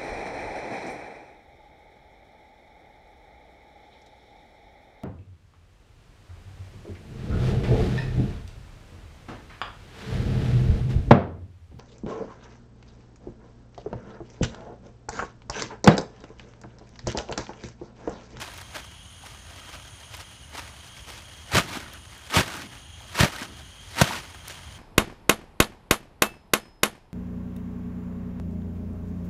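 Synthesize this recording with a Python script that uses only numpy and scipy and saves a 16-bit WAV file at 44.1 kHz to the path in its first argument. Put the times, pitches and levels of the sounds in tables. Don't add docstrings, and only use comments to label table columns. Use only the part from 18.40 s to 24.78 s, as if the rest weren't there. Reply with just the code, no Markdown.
import sys
import numpy as np
from scipy import signal
from scipy.io import wavfile

SR = 44100
rng = np.random.default_rng(int(sys.argv[2]) if len(sys.argv) > 2 else 0)


def persist_wave(psi):
    counts = np.round(np.clip(psi, -1, 1) * 32767).astype(np.int16)
    wavfile.write(sys.argv[1], SR, np.atleast_2d(counts).T)


def volts_from_decibels(level):
    exponent = np.asarray(level, float) / 20
    return 10 ** exponent


N = 281358


def rms_one(x):
    return x / np.sqrt(np.mean(x ** 2) + 1e-20)


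def in_time(rows):
    s, *columns = np.transpose(rows)
    return [np.interp(np.arange(N) / SR, s, c) for c in columns]


def at_hz(points, hz):
    point_hz, value = np.transpose(points)
    return np.interp(np.log(hz), np.log(point_hz), value)


def drift(rate_hz):
    every = 20
    r = np.exp(-2 * np.pi * rate_hz * every / SR)
    noise = rng.standard_normal(N // every + 2002)
    slow = signal.lfilter([1], [1, -2 * r, r * r], noise)[2000:]
    return np.interp(np.arange(N) / every, np.arange(len(slow)), rms_one(slow))


def resonate(x, hz, width_hz):
    r = np.exp(-np.pi * width_hz / SR)
    zeros = np.array([1, 0, -1]) * (1 - r * r) / 2
    return signal.lfilter(zeros, [1, -2 * r * np.cos(2 * np.pi * hz / SR), r * r], x)


# f/Hz, level/dB per Hz
NIGHT_SPECTRUM = [(22, -24), (40, -0.5), (76, 6), (140, -4.5), (230, -14), (460, -25), (665, -17.5),
                  (2400, -20.5), (4950, -24), (7700, -62), (10500, -39), (15000, -49)]
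# t/s, level/dB
RUMBLE_SWELL = [(0.0, -51), (3.02, -52), (3.29, -48), (3.77, -54), (4.01, -52), (6.38, -49)]


def night():
    level_db = -46.5
    rumble_db, = in_time(RUMBLE_SWELL)
    edges = 24 * 2 ** np.arange(0, 9.6, .5)
    white = rng.standard_normal((2, N + SR))
    out = np.zeros(N)
    for k, (low, high) in enumerate(zip(edges, edges[1:])):
        band_pass = signal.butter(2, [low, high], "band", fs=SR, output="sos")
        band = signal.sosfilt(band_pass, white[k % 2])[SR:]
        swell_db = (rumble_db - rumble_db.mean()) * at_hz([(150, 0.94), (300, 0.77)], low)
        band_db = at_hz(NIGHT_SPECTRUM, np.sqrt(low * high))
        out += band * volts_from_decibels(band_db + swell_db + 0.92 * drift(5.6))
    return volts_from_decibels(level_db) * rms_one(out)


# f/Hz, width/Hz, level/dB
INSECT_BANDS = [
    (2942, 190, -6),
    (3219, 150, -1.5),
    (6490, 690, -2),
    (9350, 960, -2),
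]
# t/s, lower singers' level/dB, upper singers' level/dB
INSECT_SWELL = [(0, -75, -59), (.6, -49, -53.5), (.9, -54.5, -55.5), (1.5, -55, -54.5), (2.03, -49, -57),
                (2.2, -57, -69), (2.4, -53, -52.5), (3.1, -54, -55), (3.7, -55, -56.5), (4.4, -52, -56),
                (5.3, -54, -55.5), (5.9, -55, -54), (6.38, -54, -54.5)]


def insects():
    lower_db, upper_db = in_time(INSECT_SWELL)
    swells = [lower_db, upper_db, -58.0, -58.0]
    out = np.zeros(N)
    for swell_db, (hz, width_hz, level_db) in zip(swells, INSECT_BANDS):
        song = rng.standard_normal(N)
        for _ in range(2):
            song = resonate(song, hz, width_hz * 1.34)
        pulsing_db = 0.75 * drift(3.4) + 1.6 * drift(90)
        out += rms_one(song) * volts_from_decibels(level_db + swell_db + pulsing_db)
    return out


# t/s, peak level/dB
TICKS = [(0.1094, -35), (0.1374, -31), (0.177, -24), (0.2129, -32), (0.347, -36), (0.8609, -31),
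         (1.4262, -36), (1.4606, -46), (1.768, -28), (1.9091, -41), (2.7317, -38), (3.5347, -28),
         (3.7494, -38), (3.7793, -30), (4.1657, -25), (4.6194, -36), (5.1794, -45), (5.6145, -14),
         (6.0754, -35), (6.0816, -17)]


def ticks():
    sizes = volts_from_decibels(-62 + 3.0 * np.minimum(rng.exponential(1, N), 3))
    strikes = sizes * (rng.random(N) < 120.0 / SR)
    for s, peak_db in TICKS:
        strikes[round(s * SR)] += volts_from_decibels(peak_db - 6.0)
    fade = volts_from_decibels(-60 / (0.0054 * SR))
    puffs = signal.lfilter([1], [1, -fade], strikes) * rng.standard_normal(N)
    return signal.sosfilt(signal.butter(2, 4500, "high", fs=SR, output="sos"), puffs)


# t/s, peak level/dB, f/Hz, ring time/s
POPS = [(0.837, -29.5, 815, 0.025), (1.11, -36, 650, .025), (1.216, -35, 1290, 0.018),
        (1.334, -41, 880, 0.015), (2.568, -34, 2230, 0.02), (3.182, -5, 1200, 0.021),
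        (3.304, -26, 961, 0.022), (3.369, -24, 1390, 0.02), (3.462, -29, 1450, 0.022),
        (3.545, -33, 1500, .02), (3.152, -12, 450, 0.038), (4.09, -29, 800, .025),
        (4.151, -29, 1170, 0.018), (4.2, -28, 1500, .02), (4.61, -36, 750, .025), (4.65, -37, 620, .025),
        (4.832, -5, 600, 0.026), (4.859, -8, 581, 0.017), (4.93, -29, 950, .025), (5.02, -23.5, 1600, .02),
        (5.614, 4, 550, 0.018), (5.709, -13.5, 900, 0.018), (5.722, -23, 1560, 0.018),
        (5.744, -20, 1050, 0.021)]


def pops():
    out = np.zeros(N + SR)
    t = np.arange(SR // 10) / SR
    chances = rng.random((len(POPS), 2))
    for (s, peak_db, hz, ring_s), (detune, turn) in zip(POPS, chances):
        second_hz = hz * (1.15 + .2 * detune)
        pair = np.sin(2 * np.pi * hz * t) + .5 * np.sin(2 * np.pi * (second_hz * t + turn))
        dying = volts_from_decibels(peak_db - 2.0 - 60 * t / max(ring_s, .004))
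        out[round(s * SR):][:len(t)] += dying * (1 - np.exp(-t * hz)) * pair
    return out[:N]


def gesture(start, hold, level_db, rise, fall):
    t = np.arange(N) / SR - start
    return volts_from_decibels(level_db + rise * np.minimum(t, 0) - fall * np.maximum(t - hold, 0)) ** 2


WHIP_DB_PER_S = 471

# t/s, stirring level/dB
STIRRING = [(0, -57), (.6, -63.5), (1.2, -56.5), (2.0, -61), (2.6, -55), (3.6, -58), (4.5, -63.5),
            (5.35, -61), (5.9, -58.5), (6.38, -60)]
# t/s, grip lasts/s, level/dB, brightness/dB
GRIPS = [(0.0, 0.017, -35, -1.5), (0.077, 0.14, -46.5, 0.1), (0.36, 0.01, -36.5, -2),
         (0.497, 0.017, -57, -9), (0.852, .085, -51, -1), (1.103, 0.12, -51, -1.5),
         (1.308, 0.038, -44.5, -2), (1.45, .03, -52.5, 2), (1.607, 0.022, -52, -2),
         (1.74, 0.057, -46.5, 3.5), (1.9, 0.018, -57.5, 4), (2.161, 0.026, -41, -3),
         (2.23, 0.078, -51, -1.5), (2.445, .03, -52.5, 5), (2.576, .02, -55, 10), (2.7, .06, -48, 3.5),
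         (2.88, .03, -53, 0.1), (3.458, 0.018, -45.5, -8), (3.547, .03, -51.5, -3), (3.717, 0.096, -51, -3),
         (4.33, 0.035, -50.5, -3), (4.598, 0.027, -53, -8), (5.17, 0.025, -49, 0.1), (5.81, 0.074, -48, -1),
         (5.943, .02, -50.5, -3), (6.08, 0.048, -44, 3.5), (6.166, .2, -52, -3)]
# crest begins t/s, crest lasts/s, crest level/dB, wind-up level/dB re crest
FLAPS = [
    (3.15, .04, -25, -19),
    (3.954, 0.054, -21.5, -18),
    (4.792, 0.063, -22.5, -16),
    (5.59, .06, -28.5, -12.5),
]
# settles until t/s, settling level/dB, last jerk/dB re settling, billowing level/dB
SETTLES = [
    (3.39, -41, 0, -45.5),
    (4.22, -41, -4.5, -45),
    (5.04, -42, 1.5, -47),
    (5.75, -34, -4.5, -44),
]
# sheen/dB, fizz/dB, air push/dB
CREST = (-9.5, -19, -6)
WIND = (0, -16, -12)
SWING = (-6.5, -22, -13.5)
RECOIL = (-6, -20, -9)
GRIP = (-4.5, -19, -10)
HANG = (-1, -13, -5)


def motion():
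    rest, recoil_s = 228, 0.035
    parts = [(volts_from_decibels(in_time(STIRRING)[0]) ** 2, HANG)]
    for s, hold, level_db, bright in GRIPS:
        colour = np.add(GRIP, [bright, .7 * bright, 0])
        parts.append((gesture(s, hold, level_db, rise=268, fall=185), colour))
    for (s, hold, crest_db, wind_db), (until, settle_db, jerk_db, _) in zip(FLAPS, SETTLES):
        crest = gesture(s, hold, crest_db, WHIP_DB_PER_S, fall=476)
        wind_up = gesture(s, 0, crest_db + wind_db, rise=128, fall=170)
        time_left = np.clip(until - np.arange(N) / SR, 0, until - s)
        sag = volts_from_decibels(20 * time_left) ** 2
        swing = sag * gesture(s, until - s, settle_db, WHIP_DB_PER_S, rest)
        recoil = gesture(until - recoil_s, recoil_s, settle_db + jerk_db, rest, rest)
        parts += [(crest, CREST), (wind_up, WIND), (swing, SWING), (recoil, RECOIL)]
    total = sum(power for power, _ in parts)
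    sheen_db, fizz_db, air_db = sum(np.outer(colour, power) for power, colour in parts) / total
    rustle_db = 10 * np.log10(total)
    return rustle_db, sheen_db, fizz_db, rustle_db + air_db


def billow():
    power = np.zeros(N)
    for (s, *_), (until, *_, level_db) in zip(FLAPS, SETTLES):
        power += gesture(s, until - s, level_db, WHIP_DB_PER_S, fall=85)
    band = signal.butter(4, [100, 370], "band", fs=SR, output="sos")
    air = rms_one(signal.sosfilt(band, rng.standard_normal(N)))
    return air * np.sqrt(power) * volts_from_decibels(2.8 * drift(15))


# t/s, peak level/dB, f/Hz, cycles to peak
THUMPS = [(3.134, -18.5, 91, .6), (3.15, -17.5, 113, 1.3), (3.170, -16.5, 173, 1.3),
          (3.198, -21, 120, 0.29), (3.369, -25, 256, 0.78), (3.967, -8.5, 127, 0.41),
          (3.978, -17, 120, 0.53), (3.990, -15, 125, 0.47), (4.006, -18, 130, 0.4),
          (4.805, -5.5, 113, 0.38), (4.832, -7, 155, 0.49), (4.847, -19, 153, 0.57),
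          (5.015, -27, 255, 0.88), (5.6124, -13, 307, 0.69), (5.6164, -2.5, 152, 0.42),
          (5.631, -18.5, 141, 0.67)]


def thumps():
    out = np.zeros(N + SR)
    t = np.arange(SR // 10) / SR
    for s, peak_db, hz, cycles in THUMPS:
        age = t * hz / cycles
        swell = age ** 2 * np.exp(2 - 2 * age)
        out[round(s * SR):][:len(t)] -= volts_from_decibels(peak_db) * swell * np.sin(2 * np.pi * hz * t)
    return out[:N]


def creases(pitches, per_s, spread_db, sharp):
    sizes = volts_from_decibels(spread_db * np.minimum(rng.exponential(1, N), 4.5)) * rng.choice([-1, 1], N)
    chance = per_s * volts_from_decibels(2.2 * drift(60)) / SR
    clicks = rms_one(sizes * (rng.random(N) < chance))
    dealt = rng.integers(0, 6, N)
    tracks = []
    for k, hz in enumerate(pitches):
        ringing = resonate(clicks * (dealt == k % 6) + 1e-18, hz, hz / sharp)
        tracks.append(rms_one(ringing) * np.sqrt(hz))
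    return tracks


# t/s, peak level/dB
SNAPS = [(3.1173, -13), (3.1492, -18), (3.167, 2), (3.1734, -10), (3.1806, 2.5), (3.238, -19),
         (3.3702, -13), (3.9406, -8), (3.9664, -15), (3.9804, -21), (3.9884, -10.5), (4.0024, -13),
         (4.079, -16), (4.151, -17.5), (4.195, -19.5), (4.774, -11), (4.804, -0.5), (4.832, 0), (4.845, -6),
         (4.983, -18.5), (5.024, -12), (5.5563, -17), (5.5874, -27), (5.5982, -24), (5.6135, 8),
         (5.6306, -10), (5.7224, -23), (5.7594, -20)]
# t/s, peak level/dB
FOLDS = [(0.011, -27), (0.1354, -21), (0.18, -21), (0.2123, -21), (0.3654, -32), (0.5107, -28),
         (0.861, -19.5), (0.9453, -30), (1.0494, -28), (1.16, -25), (1.3274, -21), (1.4277, -32),
         (1.911, -28), (2.15, -17.5), (2.1694, -20), (2.2907, -26), (2.7765, -24), (3.5337, -22),
         (3.651, -25), (4.6937, -27), (4.7334, -32), (5.9459, -23), (6.0753, -18), (6.0962, -20)]


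def snap_power():
    body, top = np.zeros(N + SR), np.zeros(N + SR)
    t = np.arange(SR // 10) / SR
    bursts = [(s, db, -23, 0.032 + .0006 * db) for s, db in SNAPS]
    bursts += [(s, db, -19, .027) for s, db in FOLDS]
    for s, peak_db, top_db, dying_s in bursts:
        swell = 1 - np.exp(-t / 0.0011)
        shape = swell * volts_from_decibels(-40 * t / max(dying_s, .003)) * volts_from_decibels(peak_db - 4.5)
        at = round(s * SR)
        body[at:at + len(t)] += shape ** 2
        top[at:at + len(t)] += (shape * volts_from_decibels(top_db + 7)) ** 2
    return body[:N], top[:N]


# f/Hz, level/dB per Hz
FILM_SPECTRUM = [(200, -3.5), (400, -3.5), (800, 0.5), (1500, 0.5), (2600, -2.5), (5000, -8.5), (9000, -17),
                 (12000, -32), (15000, -31)]


def film():
    rustle_db, sheen_db, fizz_db, air_db = motion()
    body, top = snap_power()
    pitches = np.geomspace(200, 14800, 36)
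    flutter_db = 1.68 * drift(26.5)
    out = np.zeros(N)
    for hz, track in zip(pitches, creases(pitches, per_s=9000.0, spread_db=4.0, sharp=8.5)):
        air_share = at_hz([(280, 0.87), (500, 1.0), (700, 0.086)], hz)
        sheen_share = at_hz([(2000, 0), (5000, 0.72), (8000, 1), (11500, 0.53)], hz)
        high = at_hz([(8000, 0.012), (11500, 1)], hz)
        shift_db = air_share * (air_db - rustle_db + 9.5)
        shift_db += sheen_share * (sheen_db + 2.5)
        shift_db += high * (fizz_db + 9.0)
        patch_db = 1.73 * drift(29)
        steady = volts_from_decibels(rustle_db + shift_db + flutter_db + patch_db)
        snapped = at_hz([(300, 0.078), (900, 0.049)], hz) * ((1 - high) * body + high * top)
        out += volts_from_decibels(at_hz(FILM_SPECTRUM, hz) - 42) * track * np.sqrt(steady ** 2 + snapped)
    return out


def scene():
    echo_s, echo_gain = 0.00316, 0.14
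    bag = film() + pops() + ticks()
    lag = round(echo_s * SR)
    bag[lag:] += echo_gain * signal.lfilter([.4], [1, -.6], bag)[:-lag]
    return (bag + thumps() + insects() + night() + billow())[None]


def top_cut(x):
    return signal.sosfilt(signal.butter(12, 15850, fs=SR, output="sos"), x)


def record(dry):
    x = signal.sosfilt(signal.butter(4, 42, "high", fs=SR, output="sos"), dry)
    rounded = 1.8 * np.tanh(x / 1.8)
    mix = signal.sosfilt(signal.cheby1(8, 1, 15100, fs=SR, output="sos"), rounded)
    return top_cut(mix)


dry = scene()
out = record(dry)
persist_wave(out)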